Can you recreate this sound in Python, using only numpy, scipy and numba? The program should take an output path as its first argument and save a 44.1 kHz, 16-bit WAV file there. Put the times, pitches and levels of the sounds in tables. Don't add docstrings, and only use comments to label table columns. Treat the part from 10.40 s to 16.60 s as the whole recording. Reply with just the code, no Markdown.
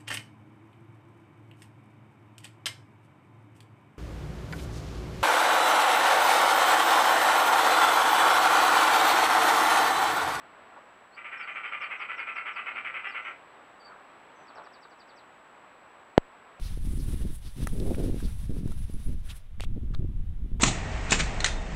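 import sys
import numpy as np
from scipy import signal
from scipy.fft import rfft, irfft, next_fast_len
from scipy.io import wavfile
from scipy.ndimage import uniform_filter1d
from numba import njit

SR = 44100
rng = np.random.default_rng(int(sys.argv[2]) if len(sys.argv) > 2 else 0)


def persist_wave(psi):
    counts = np.round(np.clip(psi, -1, 1) * 32767).astype(np.int16)
    wavfile.write(sys.argv[1], SR, np.atleast_2d(counts).T)


N = 273361
TIME = np.arange(N) / SR


def from_db(db):
    return 10 ** (np.asarray(db) / 20)


def unit_rms(x):
    return x / np.sqrt(np.mean(x ** 2) + 1e-20)


def cut(x, hz, kind, order=2):
    return signal.sosfilt(signal.butter(order, min(hz, .45 * SR), kind, fs=SR, output="sos"), x)


def resonate(x, hz, width_hz):
    r = np.exp(-np.pi * width_hz / SR)
    feedback = [1, -2 * r * np.cos(2 * np.pi * hz / SR), r * r]
    return signal.lfilter(np.array([1, 0, -1]) * (1 - r * r) / 2, feedback, x + 1e-18)


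@njit
def moving_resonance(x, hz, width_hz):
    r = np.exp(-np.pi * width_hz / SR)
    out = np.zeros(len(x))
    for i in range(2, len(x)):
        drive = (1 - r * r) / 2 * (x[i] - x[i - 2])
        out[i] = drive + 2 * r * np.cos(2 * np.pi * hz[i] / SR) * out[i - 1] - r * r * out[i - 2]
    return out


def drift(rate_hz):
    knots = rng.standard_normal(int(TIME[-1] * rate_hz) + 2)
    return unit_rms(np.interp(TIME * rate_hz, np.arange(len(knots)), knots))


def swell(peak_s, rise_s, fall_s):
    return np.exp(-.5 * ((TIME - peak_s) / np.where(TIME < peak_s, rise_s, fall_s)) ** 2)


def scatter(x, t60_s):
    t = TIME[:SR // 2]
    tail = rng.standard_normal(len(t)) * from_db(-60 * t / t60_s)
    return signal.fftconvolve(x, tail / np.sqrt(np.sum(tail ** 2)))[:N]


def outdoor_rush(level_db=-53.5, sway_db=.8):
    # (frequency [Hz], relative density [dB])
    spectrum = [(15, -47.5), (25, -19.5), (140, -11), (214, -8), (240, -6), (423, -4.5), (589, -2),
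                (763, -0.5), (819, -0.5), (1140, -0.5), (1660, -5), (2540, -11), (4070, -23), (7000, -45.5),
                (9100, -62), (15400, -120)]
    hz, db = np.transpose(spectrum)
    size = next_fast_len(N)
    bins_hz = np.maximum(np.fft.rfftfreq(size, 1 / SR), 1)
    gain = from_db(np.interp(np.log(bins_hz), np.log(hz), db))
    rush = irfft(rfft(rng.standard_normal(size)) * gain, size)[:N]
    return from_db(level_db + sway_db * drift(3.795)) * unit_rms(rush)


def camera_whine(whine_hz=7796.2, field_hz=59.5, whine_db=-71, tick_db=-51, hiss_db=-84.3):
    polarity = np.sign(np.sin(np.pi * field_hz * (TIME - .0032)))
    whine = resonate(np.sin(2 * np.pi * whine_hz * TIME) * polarity, whine_hz, width_hz=3200)
    flips = np.diff(polarity, prepend=polarity[0]) / 2
    ticks = resonate(flips, hz=5000, width_hz=3000)
    leakage = cut(from_db(whine_db) * whine + from_db(tick_db) * ticks, 9000, "low", order=6)
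    return leakage + from_db(hiss_db) * rng.standard_normal(N)


def songbirds(waver=.0099, flicker_db=3, fading_db=1, port_db=4, direct_db=-5, wet_db=-3.5):
    # (start [s], length [s], first [Hz], middle [Hz], last [Hz], level [dB])
    whistles = [(.3, 0.055, 1410, 1374, 1350, -47.5), (.714, 0.051, 4280, 4410, 5200, -64.5),
                (.97, 0.082, 5340, 5120, 4100, -62.5), (1.097, .085, 5800, 6350, 6700, -74),
                (1.267, .04, 4700, 5000, 5300, -70), (2.31, .044, 3930, 4170, 4520, -68),
                (2.665, 0.079, 5530, 5020, 3600, -63.5), (2.813, .11, 5850, 6000, 6040, -68.5),
                (3.398, 0.039, 4650, 4620, 4360, -62), (3.44, 0.045, 4520, 4610, 4300, -58),
                (3.948, 0.098, 6180, 6030, 5880, -66), (4.86, .12, 6900, 6780, 6650, -79)]
    # (start [s], end [s], period [s], note length [s], first [Hz], last [Hz], level [dB])
    trills = [(1.394, 2.2, .18, .064, 6330, 4080, -65), (4.059, 4.8, .0872, .05, 6200, 3320, -62.5)]
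    notes = list(whistles)
    for start_s, end_s, period_s, length_s, first_hz, last_hz, db in trills:
        for note_s in np.arange(start_s, end_s, period_s):
            notes.append((note_s, length_s, first_hz, np.sqrt(first_hz * last_hz), last_hz, db))
    song = np.zeros(N)
    wobble = 1 + waver * drift(200)
    for start_s, length_s, first_hz, middle_hz, last_hz, db in notes:
        on = (TIME >= start_s) & (TIME < start_s + length_s)
        progress = (TIME[on] - start_s) / length_s
        arc = np.polyfit([0, .5, 1], [first_hz, middle_hz, last_hz], 2)
        hz = np.polyval(arc, progress) * wobble[on]
        envelope = from_db(db) * np.sqrt(2 * np.sin(np.pi * progress))
        song[on] += envelope * np.sin(2 * np.pi * np.cumsum(hz) / SR)
    song *= from_db(flicker_db * drift(220) + fading_db * drift(12))
    song = cut(song, 4500, "low")
    song += from_db(port_db) * resonate(song, hz=4550, width_hz=220)
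    return from_db(direct_db) * song + from_db(wet_db) * scatter(song, t60_s=.12)


def litter_scuffs(grains_per_s=4000, width_hz=750, top_hz=1600, wet_db=-11):
    # (peak time [s], fade [s], level [dB], centre [Hz])
    scuffs = [(0.373, 0.016, -49, 830), (3.50, 0.09, -52, 1230), (4.0, 0.022, -53, 633),
              (4.104, 0.0064, -48, 1060), (4.181, 0.034, -44.5, 820), (4.27, 0.0066, -47, 1050),
              (4.455, 0.0046, -45.5, 895), (4.525, 0.014, -51, 696)]
    grains = rng.standard_normal(N) * (rng.random(N) < grains_per_s / SR)
    grains = cut(grains, top_hz, "low", order=8)
    out = np.zeros(N)
    for peak_s, fade_s, db, hz in scuffs:
        out += from_db(db) * swell(peak_s, fade_s / 2, fade_s) * unit_rms(resonate(grains, hz, width_hz))
    return out + from_db(wet_db) * scatter(out, t60_s=.36)


def syllables(start_s=.769, end_s=2.9, voiced_share=.41, rise_s=.0054, fall_s=.006):
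    # (time [s], period [s])
    pace = [(.77, .0739), (1.15, .0812), (1.41, .0949), (1.87, .0879), (2.05, .1052), (2.35, .0913),
            (2.74, .1061)]
    # (time [s], level [dB])
    loudness = [(.77, -40.5), (.86, -35.5), (1.35, -31.5), (2.74, -32), (2.85, -34.5)]
    effort, gape = np.zeros(N), np.zeros(N)
    on_s = start_s
    while on_s < end_s:
        period_s = np.interp(on_s, *np.transpose(pace))
        gain = from_db(np.interp(on_s, *np.transpose(loudness)))
        off_s = on_s + voiced_share * period_s
        knots_s = [on_s - rise_s, on_s + rise_s / 2, off_s - fall_s, off_s + fall_s]
        effort += gain * np.interp(TIME, knots_s, [0, .81, 1, 0])
        gape += np.interp(TIME, [on_s, (on_s + off_s) / 2, off_s + fall_s], [0, 1, 0])
        on_s += period_s
    return effort, np.sin(np.pi / 2 * gape)


def syrinx(pulse_hz=420, jitter=.3, uneven_db=2.5, rasp=.38, flutter_hz=132, flutter_db=1.5):
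    cycles = np.cumsum(pulse_hz * np.exp(jitter * drift(400))) / SR
    pulses = np.diff(np.floor(cycles), prepend=0)
    pulses *= from_db(uneven_db * np.clip(drift(300), -1.5, 1.5))
    breath = rng.standard_normal(N) * np.exp(-3 * (cycles % 1))
    flutter_cycles = np.cumsum(flutter_hz * np.exp(.12 * drift(60))) / SR
    clumps = from_db(flutter_db * np.sin(2 * np.pi * flutter_cycles))
    return cut((unit_rms(pulses) + rasp * unit_rms(breath)) * clumps, 520, "high")


def rattle(wander=.026, top_hz=3020, leak_db=-32, shut_hz=2550, shut_share=.63, gape_db=.73):
    # (centre [Hz], width [Hz], gain [dB], shift at full gape [fraction])
    formants = [(780, 820, -17.5, -0.26), (1312, 215, -0.5, 0.015), (1979, 217, 2, 0.061),
                (2278, 240, 0, 0.094), (2800, 560, -10, 0.084)]
    effort, gape = syllables()
    source = syrinx()
    voice = np.zeros(N)
    for k, (hz, width_hz, db, shift) in enumerate(formants):
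        centre_hz = hz * (1 + shift * gape + wander * drift(15))
        voice += (-1) ** k * from_db(db) * moving_resonance(source, centre_hz, width_hz)
    leak = from_db(leak_db) * cut(source, 3400, "low", order=4)
    voice = cut(voice, top_hz, "low", order=10) + leak
    muffled = shut_share * (1 - gape)
    voice = np.sqrt(1 - muffled) * voice + np.sqrt(muffled) * cut(voice, shut_hz, "low", order=6)
    voice /= np.sqrt(uniform_filter1d(voice ** 2, size=600) + 1e-12)
    return voice * effort * from_db(gape_db * (gape - 1.5))


def garden_corner(x, near_db=-4.5, ring_db=1, ring_width_hz=14, wet_db=-20):
    # (delay [s], gain [dB])
    echoes = [(.00512, -10.5), (.0074, -18), (0.0275, -5), (.035, -10.5), (.056, -14.5), (.078, -15.5)]
    # (frequency [Hz], relative gain [dB])
    modes = [(1200, -5), (1258, -6), (1338, 1), (1375, -8), (1432, -4), (1482, -1), (1573, -1), (1733, -1),
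             (1776, -6), (1891, 0), (1960, -3), (2004, -4), (2039, -1), (2074, -2), (2175, -1), (2208, 1),
             (2320, -1), (2350, 1), (2432, 1), (2470, -4), (2712, -1), (2821, -4), (2966, -3), (3080, -2),
             (3246, -1)]
    arrivals = x + sum(from_db(db) * np.interp(TIME - delay_s, TIME, x, left=0) for delay_s, db in echoes)
    ring = sum(from_db(db) * resonate(arrivals, hz, ring_width_hz) for hz, db in modes)
    near = arrivals + from_db(ring_db) * ring
    return from_db(near_db) * near + from_db(wet_db) * scatter(x, t60_s=.79)


def electrical_pop(start_s=5.77868, sharpness=3.9, drain_height=.21, drain_s=.0007, coupling_hz=11):
    # (delay [s], height [full scale], rise [s])
    spikes = [(0, -1.4, 0.00031), (.00073, 1.14, 0.00045)]
    out = np.zeros(N)
    for delay_s, height, rise_s in spikes:
        age = np.maximum(TIME - start_s - delay_s, 0) / rise_s
        out += height * (age * np.exp(1 - age)) ** sharpness
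    delay_s, _, rise_s = spikes[-1]
    age = np.maximum(TIME - start_s - delay_s - rise_s, 0) / drain_s
    out += drain_height * (age * np.exp(1 - age)) ** 2
    return cut(out + 1e-18, coupling_hz, "high")


def scene():
    garden = garden_corner(rattle()) + songbirds() + litter_scuffs() + outdoor_rush()
    return (garden + camera_whine() + electrical_pop())[None]


def record(dry, ceiling=.95, cutoff_hz=15800):
    return cut(np.clip(dry, -ceiling, ceiling), cutoff_hz, "low", order=20)


dry = scene()
out = record(dry)
persist_wave(out)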